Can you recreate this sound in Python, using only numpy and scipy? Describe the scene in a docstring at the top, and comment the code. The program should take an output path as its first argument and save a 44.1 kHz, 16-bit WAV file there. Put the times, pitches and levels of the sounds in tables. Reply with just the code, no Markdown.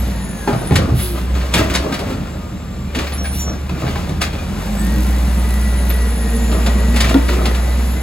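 """At a kerb between houses, a side-loading refuse truck idles down, then revs to lift a plastic cart.
Its diesel fires in uneven puffs that boom through the exhaust; the pump whines and the turbo whistles.
Brakes squeal, air valves hiss, the steel arm clanks, hollow plastic thuds and recyclables tumble.
House fronts send back a short echo, and two microphones a little apart hear the street."""
import sys
import numpy as np
from scipy import signal
from scipy.fft import rfft, irfft, next_fast_len
from scipy.io import wavfile
from scipy.ndimage import uniform_filter1d, minimum_filter1d, map_coordinates

SR = 44100
rng = np.random.default_rng(int(sys.argv[2]) if len(sys.argv) > 2 else 0)


def file_out(sig):
    """Save sig as 16-bit WAV at sys.argv[1]."""
    # one column per channel
    cols = np.atleast_2d(sig).T
    # limit, then scale
    lim = np.clip(cols, -1, 1)
    pcm = np.round(lim * 32767).astype(np.int16)
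    wavfile.write(sys.argv[1], SR, pcm)


N = 353682
T = np.arange(N) / SR

# strength of the echo against the direct sound: (frequency [Hz], level [dB])
ECHO_LEVEL = [(60, -24.5), (250, -12.5), (450, -7), (900, -0.5), (2500, -6), (6000, -5.5), (8000, -17),
              (12000, -14)]


def amp(db):
    """Turn decibels into a gain."""
    return 10 ** (np.asarray(db) / 20)


def unit(x):
    """Scale a signal to an average (rms) level of 1."""
    return x / np.sqrt(np.mean(x ** 2) + 1e-20)


def along(points, hz):
    """Read between (frequency, value) points on a log frequency axis."""
    f, v = np.transpose(points)
    return np.interp(np.log(hz + 1), np.log(f + 1), v)


def curves(rows):
    """Turn (time, values...) rows into one curve per value."""
    times, *columns = np.transpose(rows)
    return [np.interp(T, times, column) for column in columns]


def wobble(rate):
    """A smooth random curve through `rate` points a second."""
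    return map_coordinates(rng.standard_normal(int(N * rate / SR) + 4), [T * rate])


def decay(t, fade):
    """Die away by 60 dB in `fade` seconds, as all fade times here do."""
    return amp(-60 * t / fade)


def burst(start, rise, hold, fade):
    """A loudness shape that rises to 1, holds and dies away."""
    return decay(np.clip(T - start - rise - hold, 0, None), fade) * np.clip((T - start) / rise, 0, 1)


def filtered(x, response):
    """Filter x with a gain that depends on frequency."""
    size = next_fast_len(N + SR // 2)
    return irfft(rfft(x, size) * response(np.fft.rfftfreq(size, 1 / SR)), size)[..., :N]


def coloured(x, spectrum):
    """Shape x by (frequency [Hz], level [dB]) points, then scale it to level 1."""
    return unit(filtered(x, lambda hz: amp(along(spectrum, hz))))


def noise(spectrum):
    """Steady noise with the given spectrum."""
    return coloured(rng.standard_normal(N), spectrum)


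def tone(hz, drift_hz, flutter_db):
    """A tone of level 1 whose pitch and strength waver."""
    drift = drift_hz * wobble(900)
    return unit(amp(flutter_db * wobble(40)) * np.sin(2 * np.pi * np.cumsum(hz + drift) / SR))


def ticks(hz):
    """The samples at which each cycle of a rate ends."""
    return np.flatnonzero(np.diff(np.floor(np.cumsum(hz) / SR)))


def swells(rows, waver_share, waver_db, rate):
    """Tones that swell and fade, wavering in pitch and strength."""
    out = np.zeros(N)
    pitch, strength = wobble(rate), wobble(rate)
    for start, length, hz, db in rows:
        span = slice(round(start * SR), round((start + length) * SR))
        swell = np.abs(np.sin(np.pi * np.linspace(0, 1, len(T[span])))) ** 0.29
        phase = 2 * np.pi * hz * np.cumsum(1 + waver_share * pitch[span]) / SR
        out[span] += np.sqrt(2) * amp(db + waver_db * strength[span]) * swell * np.sin(phase)
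    return out


def mode(t, hz, db, fade, scatter_db, detune):
    """One ringing note (mode) of a struck thing, a little different each time."""
    strength = amp(db + rng.normal(0, scatter_db))
    return strength * decay(t, fade) * np.sin(2 * np.pi * hz * rng.normal(1, detune) * t)


def favoured(hz, near_hz):
    """The spot that is struck lifts the modes close to near_hz by up to 9 dB."""
    return 9 * np.exp(-(np.log2(hz / near_hz) / .3) ** 2)


def street_echo(x, count=4):
    """House fronts return a short tail, different at each microphone and changing as the air moves."""
    # how long the echo lasts: (frequency [Hz], fade time [s])
    fades = [(100, 0.71), (1000, 0.28), (5000, 0.19), (12000, 0.098)]
    hz, t, bands = signal.stft(rng.standard_normal((count, 2, SR // 3)), SR, nperseg=256)
    bands = bands * decay(t, along(fades, hz)[:, None])
    tails = signal.istft(bands / np.linalg.norm(bands, axis=-1, keepdims=True), SR, nperseg=256)[1]
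    tails /= np.linalg.norm(tails, axis=-1, keepdims=True)
    delayed = np.pad(tails, ((0, 0), (0, 0), (200, 0)))
    step = (T / .12 - np.arange(count)[:, None]) % count
    parts = x * np.where(step < 2, np.sin(np.pi * step / 2), 0)  # the tails take turns, overlapping
    echo = signal.fftconvolve(parts[:, None], delayed, axes=2).sum(0)[:, :N]
    return filtered(echo, lambda f: amp(along(ECHO_LEVEL, f)))


def turbocharger():
    """Spinning blades whistle, fuzzier as they go faster."""
    # the blades' note: (time [s], pitch [Hz], level [dB])
    blades = [(0, 11500, -36), (.1, 11250, -45), (.3, 10570, -38.5), (.5, 10050, -40), (.7, 9700, -32.5),
              (.9, 8550, -50), (1.4, 7870, -54.5), (2.8, 7420, -52), (4.4, 6987, -57), (4.7, 7530, -50),
              (4.82, 8110, -37), (4.92, 8700, -46), (5.1, 9284, -41), (5.5, 10120, -36), (6, 10680, -36),
              (6.5, 11020, -37.5), (7.3, 10850, -44), (8.02, 11250, -38.5)]
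    hz, db = curves(blades)
    whistle = tone(hz, drift_hz=110 + 0.022 * (hz - 6500), flutter_db=2.5)
    return amp(db) * whistle * amp(2.5 * wobble(200) - 2)


def thin_whistle():
    """A thin whistle is heard while the engine works hard."""
    # its course: (time [s], pitch [Hz], level [dB])
    course = [(0, 7330, -60), (.2, 6930, -47), (.5, 6380, -45), (.65, 6150, -72), (5.3, 6361, -77),
              (5.6, 6547, -58), (6.2, 6900, -53), (6.45, 7074, -41), (6.9, 7000, -45), (7.2, 7053, -50),
              (7.5, 7020, -57), (7.7, 7016, -47), (8.02, 7080, -46)]
    hz, db = curves(course)
    return amp(db) * tone(hz, drift_hz=22, flutter_db=2)


def short_squeals():
    """Brakes and joints give brief, clear squeals."""
    # squeals: (start [s], length [s], pitch [Hz], level [dB])
    squeals = [(3.07, .13, 14800, -50), (3.23, 0.13, 9220, -30), (3.22, .074, 15500, -46),
               (3.385, 0.077, 7070, -29.5), (3.46, 0.11, 7080, -49), (3.878, 0.025, 4490, -42),
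               (5.655, 0.044, 6610, -43)]
    return swells(squeals, waver_share=.002, waver_db=2.8, rate=60)


def hydraulics():
    """The hydraulic arm and the packer hum."""
    # hums: (start [s], length [s], pitch [Hz], level [dB])
    hums = [(.9, 0.31, 355, -31), (1.75, 0.54, 271, -31.5), (4.45, 0.71, 205.5, -28.5),
            (4.8, 0.32, 314.3, -33.5), (6, 1.2, 231.5, -28), (6, 0.89, 460.7, -36), (7.3, 0.18, 366, -29.5),
            (7.7, 0.34, 243, -38)]
    return swells(hums, waver_share=.02, waver_db=5, rate=28)


def breathy_tones():
    """Breathy high squeaks, and the pump whine's fuzzy octave at idle; fast wavering blurs both."""
    # squeaks, and the octave near 2400 Hz: (start [s], length [s], pitch [Hz], level [dB])
    notes = [(1.0, 0.062, 11050, -29), (2.85, 0.099, 2387, -48), (3.128, 0.032, 11050, -32.5),
             (3.158, 0.041, 11060, -43), (3.62, 0.21, 2375, -49), (4.24, .22, 2445, -43),
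             (5.893, 0.022, 11750, -26), (5.915, 0.062, 11900, -42)]
    return swells(notes, waver_share=.012, waver_db=4, rate=700)


def lift_chain(links_hz=51):
    """Chain links tick over their toothed wheel while the arm lifts."""
    lift = amp(-41.5 + 3.52 * wobble(4.87)) * burst(start=4.545, rise=0.24, hold=1.107, fade=0.43)
    at, links = ticks(links_hz * (1 + .22 * wobble(30))), np.zeros(N)
    links[at] = amp(3 * rng.standard_normal(len(at)))
    rattle = signal.fftconvolve(links, decay(T[:SR // 20], 0.026))[:N] * rng.standard_normal(N)
    return lift * coloured(rattle, [(3000, -9), (8000, -6), (13000, -1), (15800, -12)])


def air_valves():
    """Valves let out air in hissing jets."""
    # jets: (start [s], rise [s], hold [s], fade time [s], level [dB])
    vents = [(0.938, 0.056, 0.068, 0.54, -26.5), (3.303, 0.045, 0.071, 0.15, -30.5)]
    # colour of the hiss: (frequency [Hz], level [dB])
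    hiss = [(3000, -9), (5000, -13), (7000, -20), (9000, -13), (11000, -5), (13000, -13), (14500, -15)]
    jets = sum(amp(db) * burst(start, rise, hold, fade) for start, rise, hold, fade, db in vents)
    return jets * noise([(1500, -20), *hiss])


def brake():
    """One brake shoe sings on its drum, swelling three times."""
    # the long squeal: (time [s], pitch [Hz], level [dB])
    squeal = [(3.165, 5770, -65), (3.185, 5770, -31), (3.215, 5770, -32), (3.24, 5800, -46),
              (3.34, 5820, -44), (3.414, 5830, -29), (3.448, 5810, -35), (3.5, 5800, -29),
              (3.53, 5800, -42), (3.59, 5800, -49), (3.65, 5800, -75)]
    hz, db = curves(squeal)
    return amp(db) * tone(hz, drift_hz=12, flutter_db=1.2)


def pile(rate, spread_db, fade, spectrum):
    """Small hits of uneven size at random times, about `rate` a second."""
    hits = (rng.random(N) < rate / SR) * amp(spread_db * np.clip(rng.standard_normal(N), -3, 1.6))
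    lumps = signal.fftconvolve(hits, decay(T[:SR // 5], fade))[:N]
    return coloured(lumps * rng.standard_normal(N), spectrum)


def tumbling():
    """Recyclables tumble: cardboard and plastic sound dull, cans and glass bright."""
    # slides and cart scrapes: (start [s], rise [s], fade time [s], dull level [dB], bright level [dB])
    slides = [(0.472, 0.012, 0.73, -18, -33), (.707, 0.02, 0.94, -17, -29), (1.1, 0.085, 0.3, -26.5, -35.5),
              (1.34, 0.013, 4.5, -26, -36.5), (1.51, 0.035, 0.46, -35, -27),
              (1.545, 0.048, 0.56, -17.5, -18.5), (1.7, 0.19, 1.3, -26, -39),
              (2.03, 0.057, 0.74, -34, -40.5), (2.929, 0.033, 1.36, -28, -31.5),
              (3.2, 0.015, 0.16, -38, -42), (3.42, 0.092, 0.27, -27, -43), (3.65, 0.22, 1.4, -27, -34),
              (4.206, 0.0092, 0.24, -27, -21), (4.317, 0.02, 0.69, -27, -38),
              (6.508, 0.011, 2.1, -21.5, -32.5), (6.93, 0.035, 1.2, -29, -28.5),
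              (7.04, 0.091, 0.25, -21, -29), (7.28, 0.02, 1.4, -22, -32.5)]
    dull = pile(rate=220, spread_db=4, fade=0.078, spectrum=[
        (120, 1), (300, 8), (450, 1.5), (640, 5), (860, -7.5), (1250, -2), (3000, -44)])
    bright = pile(rate=170, spread_db=2.5, fade=0.21, spectrum=[
        (700, -12.5), (1600, 0), (2600, 1), (4500, -5.5), (8000, -11.5), (15800, -18.5)])
    return sum(burst(start, rise, 0, fade) * (amp(dull_db) * dull + amp(bright_db) * bright)
               for start, rise, fade, dull_db, bright_db in slides)


def steel_clanks(dull):
    """Struck steel rings briefly under a spray of dull and bright noise."""
    # blows: (time [s], level [dB], treble [dB], favoured pitch [Hz])
    clanks = [(0.528, -25, -23, 2300), (0.7549, -15, -2, 2600), (0.99, -24.5, -14, 1418),
              (1.352, -34, -25, 1597), (1.409, -27, -21, 1920), (1.537, -15, -1.5, 3750),
              (1.737, -24.5, 1, 3750), (1.7493, -19, 0, 2282), (1.922, -21, -12, 1250),
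              (1.94, -21.5, -13, 2000), (1.99, -26, -6.5, 3400), (2.947, -23, -10, 2247),
              (2.951, -26, -20, 1538), (2.9858, -19.5, -10, 1880), (3.067, -25, -18, 2250),
              (3.12, -26, -13, 1404), (3.242, -25, -30, 1598), (3.252, -25, -25, 1800),
              (3.4887, -34, -23, 1090), (3.5328, -34, -25, 1800), (3.691, -31.5, -9, 2320),
              (3.8634, -26, -22, 1710), (3.885, -28, -17, 2400), (3.9523, -30, -15, 2450),
              (4.0901, -35, -1, 2278), (4.2144, -14.5, -5.5, 5090), (4.33, -32, -24, 1189),
              (5.899, -22, -14, 5100), (6.5132, -27, -15, 2305), (6.6607, -22.5, -2.5, 4510),
              (6.9602, -21, 0, 1924), (7.003, -15, -3, 1854), (7.0402, -19, -22, 2297),
              (7.091, -23.5, -7, 2302), (7.283, -22.5, -9, 2500), (7.4537, -19, -6, 4206),
              (7.5453, -27, -4, 4814)]
    # the steel's modes: (pitch [Hz], level [dB], fade time [s])
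    steel = [(760, -6, .08), (1180, -6, .07), (1560, -3, .05), (1880, -3, .045), (2250, -2, .05),
             (2860, -6, .06), (3400, -5, .05), (3750, -6, .05), (4500, -11, .04), (5100, -13, .035)]
    out, t = np.zeros(N + SR), T[:SR // 5]
    bright = noise([(4000, 6.5), (7000, 0), (11000, -0.5), (15800, -45)])
    crack = decay(t, .08) + .15 * decay(t, .3)  # a sharp crack, then loose parts settle
    for start, db, treble_db, near_hz in clanks:
        i = round(start * SR)
        tilt_db = 0.13 * treble_db  # duller blows start more softly and ring less in their high modes
        ring = sum(mode(t, hz, level + favoured(hz, near_hz) + tilt_db * np.log2(hz / 1560), fade,
                        scatter_db=2.5, detune=.025) for hz, level, fade in steel)
        spray = amp(tilt_db) * dull[i:][:len(t)] + amp(treble_db + 5) * bright[i:][:len(t)]
        attack = 1 - np.exp(-t * amp(tilt_db) / .0029)
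        out[i:][:len(t)] += amp(db) * attack * (.65 * ring + 1.33 * spray * crack)
    return out[:N]


def cart_knocks(dull):
    """A hard knock makes the cart's plastic shell ring, with a slap of dull noise."""
    # knocks: (time [s], level [dB], fade time factor, favoured pitch [Hz])
    knocks = [(0.4754, -13.5, 0.76, 800), (.493, -19.5, 0.73, 415), (.528, -25, .7, 830),
              (0.7084, -19, 1.2, 415), (.719, -15.5, 0.84, 800), (1.565, -16, .8, 650),
              (1.609, -19, 0.7, 650), (1.632, -20, 0.55, 650), (1.846, -21.5, 0.75, 413),
              (2.085, -27, 0.59, 1000), (3.695, -25.5, 0.77, 1000), (3.834, -27, .7, 503),
              (3.878, -21, .7, 620), (3.957, -19.5, .8, 1000), (4.331, -25.5, .8, 620),
              (4.352, -27, .8, 510), (6.672, -19.5, .8, 620), (6.942, -28, 0.59, 1766),
              (7.045, -19, 0.79, 1300), (7.11, -18, .7, 620), (7.1425, -4.5, .15, 1200),
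              (7.29, -20, 0.72, 1300), (7.513, -21, .6, 501)]
    # the shell's modes: (pitch [Hz], level [dB], free fade time [s])
    shell = [(415, 0, .09), (520, -5, .07), (650, -3, .07), (830, -3, .07), (1000, -6, .06),
             (1360, -5, .06), (1770, -6, .05), (2000, -8, .04), (2450, -9, .05)]
    out, t = np.zeros(N + SR), T[:SR // 5]
    attack = 1 - np.exp(-t / .0008)
    for start, db, lasting, near_hz in knocks:
        i = round(start * SR)
        ring = sum(mode(t, hz, level + favoured(hz, near_hz), fade * lasting,
                        scatter_db=1.1, detune=0.039) for hz, level, fade in shell)
        slap = 0.65 * decay(t, 0.019) * dull[i:][:len(t)]
        out[i:][:len(t)] += amp(db) * attack * (ring + slap)
    return out[:N]


def hollow_thuds(ring_cycles=39):
    """Hollow carts and the truck's hopper boom in a few low modes; the higher ones die sooner."""
    # thuds: (time [s], level [dB], lowest pitch [Hz])
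    thuds = [(.474, -6, 232), (.529, -7.5, 120.5), (.709, -0.5, 148.6), (0.721, -3, 86.4),
             (.776, -11, 106.4), (0.821, -13.5, 90.9), (.875, -8.5, 245), (.915, -5, 127),
             (0.962, -14, 93.6), (1.544, -5, 178.8), (1.568, -8, 98.4), (1.62, -17, 285),
             (1.85, -19, 154.4), (2.959, -8, 248), (3.496, -18, 213.4), (3.715, -10.5, 140.4),
             (3.832, -8, 126.3), (3.88, -13.5, 220.6), (4.088, -10.5, 148.3), (4.218, -17.5, 254.2),
             (6.512, -14, 216), (6.94, -9.5, 239.7), (7.035, -11, 111.3), (7.146, 4.5, 270.8)]
    # the hollow body's modes: (multiple of the lowest pitch, level [dB])
    hollow = [(1, 0), (1.23, -6), (1.8, -8), (2.6, -13), (3.4, -14), (5.2, -18)]
    out, t = np.zeros(N + SR), T[:SR // 3]
    attack = 1 - np.exp(-t / 0.0037)
    for start, db, hz in thuds:
        boom = sum(mode(t, hz * k, level, ring_cycles / (hz * k ** 0.5), scatter_db=0.9, detune=0.018)
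                   for k, level in hollow)
        out[round(start * SR):][:len(t)] += amp(db) * attack * np.sqrt(.5) * boom
    return out[:N]


def pump(firing_hz, idling):
    """The pump's gear teeth whine in step with the engine, blurred at idle."""
    # the whine, louder under pressure: (time [s], level [dB])
    whine = [(0, -49), (.3, -45), (.44, -40), (.7, -58), (2.15, -60), (2.35, -49), (2.9, -49), (3.1, -54),
             (3.95, -54), (4.15, -49), (4.45, -56), (4.6, -47), (4.7, -52), (4.8, -40), (4.98, -41),
             (5.07, -46), (5.17, -41), (5.28, -50), (5.42, -39), (5.78, -39), (5.86, -44), (6.03, -36),
             (6.11, -47), (6.27, -38), (6.5, -45), (6.68, -38), (6.9, -38), (7.1, -41), (7.5, -42),
             (7.75, -42), (7.86, -53), (8.02, -40)]
    return amp(curves(whine)[0]) * tone(32.3 * firing_hz, drift_hz=7 + 18 * idling, flutter_db=2.2)


def exhaust_puffs(firing_hz):
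    """Each firing sends a puff that echoes along the exhaust pipe."""
    # the six uneven cylinders: (level [dB])
    cylinders = [0, -5, -2.5, -1, -9, -1]
    at, puffs = ticks(firing_hz), np.zeros(N)
    puffs[at] = amp(np.resize(cylinders, len(at)) + 0.37 * rng.standard_normal(len(at)))
    puffs[at] -= 0.86 * puffs[at].mean()  # the silencer cancels most of what all cylinders share
    pipe_echo = decay(T[:SR // 5], 0.21) * rng.standard_normal(SR // 5)
    return unit(signal.fftconvolve(puffs / np.sqrt(firing_hz), pipe_echo)[:N])


def diesel(firing_hz, load_db, idling):
    """The firings make deep tones, pulsing noise and hiss. Returns (tones, noise)."""
    # how the pipe boosts the deep tones: (frequency [Hz], gain [dB])
    pipe = [(30, -32), (38, -18.5), (46, -12.5), (60, -1), (70, 1), (80, -14), (92, -20), (125, -46)]
    # colours of the exhaust, engine body, hiss and topmost sizzle: (frequency [Hz], level [dB])
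    exhaust_colour = [(25, -57), (45, -2.5), (85, -1), (150, -5.5), (215, -4.5), (330, -12), (600, -66),
                      (1200, -55)]
    body_colour = [(100, -3), (300, 0), (600, 0), (1000, -5.5), (1600, -8.5), (2500, -11.5), (4000, -15),
                   (6500, -22.5), (9000, -60)]
    hiss_colour = [(3000, -10), (6000, -2), (8500, 0), (11000, -4), (12500, -18), (15800, -36)]
    sizzle_colour = [(9500, -7.5), (12000, -3.5), (13500, -13), (15800, -14)]

    def gain(db, per_hz, per_load, waver_db, rate):
        """A wavering gain that grows with speed and load; db holds at 60 Hz and a load of -14 dB."""
        return amp(db + per_hz * (firing_hz - 60) + per_load * (load_db + 14) + waver_db * wobble(rate))

    phase = 2 * np.pi * np.cumsum(firing_hz) / SR
    surge = idling * np.sin(phase / 3)  # at idle the engine surges once a crank turn
    boom = amp(load_db + along(pipe, firing_hz) + 0.21 * wobble(17)) * np.sin(phase)
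    octave = amp(load_db + along(pipe, 2 * firing_hz) + 1.54 * wobble(10)) * np.sin(2 * phase)
    cab_drone = gain(-33.5, 0.058, 0.67, waver_db=2.5, rate=8.2) * np.sin(3.5 * phase)
    tones = np.sqrt(2) * (boom + (1 + .5 * surge) * octave + cab_drone)
    roar = (0.8 * exhaust_puffs(firing_hz) + 0.6 * rng.standard_normal(N)) * (1 + 0.29 * surge)
    exhaust = gain(-24.5, 0.0092, 0.28, waver_db=2.2, rate=6.4) * coloured(roar, exhaust_colour)
    knock = 1 + 0.14 * np.sin(phase)
    body = gain(-29, 0.083, 0.45, waver_db=0.18, rate=12)
    body *= coloured(knock * rng.standard_normal(N), body_colour)
    hiss = gain(-43, 0.13, 0.74, waver_db=0.33, rate=12) * noise(hiss_colour)
    sizzle = gain(-39.5, 0.22, 0.47, waver_db=0.86, rate=13) * noise(sizzle_colour)
    return tones, exhaust + body + hiss + sizzle


def scene():
    """Engine tones, the pump's main whine and the long brake squeal come straight; the rest echoes too."""
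    # how the engine is driven: (time [s], firing rate [Hz], load [dB])
    engine = [(0.0, 61.3, -14), (0.3, 54.9, -23.5), (0.65, 45.25, -13), (1.1, 29.75, -21.5),
              (1.35, 32, -14.5), (1.6, 31.72, -22), (1.8, 32.75, -19.5), (1.95, 43.1, -19),
              (2.2, 38.95, -22), (2.5, 37.45, -28), (3.2, 34.82, -23.5), (3.8, 36.05, -22), (4.0, 39, -14),
              (4.3, 37.05, -21.5), (4.5, 39.5, -14), (4.62, 46.49, -10.5), (4.75, 52.72, -13),
              (4.9, 58.15, -12.5), (5.1, 60.8, -12.5), (5.5, 60.7, -13), (6.06, 60.18, -12.5),
              (6.14, 59, -14.5), (6.3, 58.15, -12.5), (6.8, 59.9, -11.5), (7.53, 60.46, -13.5),
              (7.8, 62.14, -13), (8.02, 63.4, -18.5)]
    firing_hz, load_db = curves(engine)
    # 1 at idle; 0 when revved or dragged slower
    idling = np.clip((45 - firing_hz) / 7, 0, 1) * np.clip((firing_hz - 33.5) / 4, 0, 1)
    tones, truck = diesel(firing_hz, load_db, idling)
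    tones += pump(firing_hz, idling)
    truck += turbocharger() + thin_whistle() + short_squeals() + hydraulics() + breathy_tones()
    truck += lift_chain() + air_valves()
    dull = noise([(300, 1.5), (900, -1), (2200, 3), (4500, -1.5), (8000, -18.5)])
    truck += steel_clanks(dull) + cart_knocks(dull) + hollow_thuds() + tumbling()
    tones += brake()
    same_power = lambda hz: 1 / np.sqrt(1 + amp(2 * along(ECHO_LEVEL, hz)))  # the echo adds no loudness
    return tones + filtered(truck + street_echo(truck), same_power)


def gain_control(x, top, hold_s, glide_s):
    """Peaks over `top` turn the volume down a little; it holds, then glides back."""
    need = np.minimum(1, top / (np.abs(x).max(0) + 1e-9)) ** 0.065
    hold, glide = int(hold_s * SR), int(glide_s * SR)
    held = minimum_filter1d(need, hold + glide, origin=(hold - glide) // 2)
    return x * uniform_filter1d(held, glide)


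def record(dry):
    """Two microphones differ in level and phase; bangs are tamed, the lowest and highest sounds cut."""
    # how much louder the left side is: (frequency [Hz], level [dB])
    left_louder = [(60, -.6), (400, -0.8), (850, 3), (1500, 5), (2600, 2.5), (3600, 1.5), (4500, 0.3),
                   (15000, 0)]
    # how far the left side's wave is ahead: (frequency [Hz], phase [radians])
    left_ahead = [(100, 0), (700, 1.2), (1000, 0), (2000, .2), (3200, 2), (3700, .5), (5600, 2.4),
                  (7000, 0), (9250, -3.14), (11400, -6.28), (13600, -9.42), (15600, -12.57)]
    bass_hz, top_hz = 32, 15900
    lead_hz, lead = np.transpose(left_ahead)
    left = lambda hz: amp(along(left_louder, hz) / 2) * np.exp(.5j * np.interp(hz, lead_hz, lead))
    stereo = filtered(dry, lambda hz: np.array([left(hz), 1 / left(hz)]))
    stereo = gain_control(stereo, top=1.0, hold_s=0.083, glide_s=0.024)
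    stereo = stereo / (1 + np.abs(stereo / .98) ** 6) ** (1 / 6)  # round off the peaks
    return filtered(stereo, lambda hz: (hz < top_hz) / np.sqrt(1 + (bass_hz / (hz + 1)) ** 8))


dry = scene()
out = record(dry)
file_out(out)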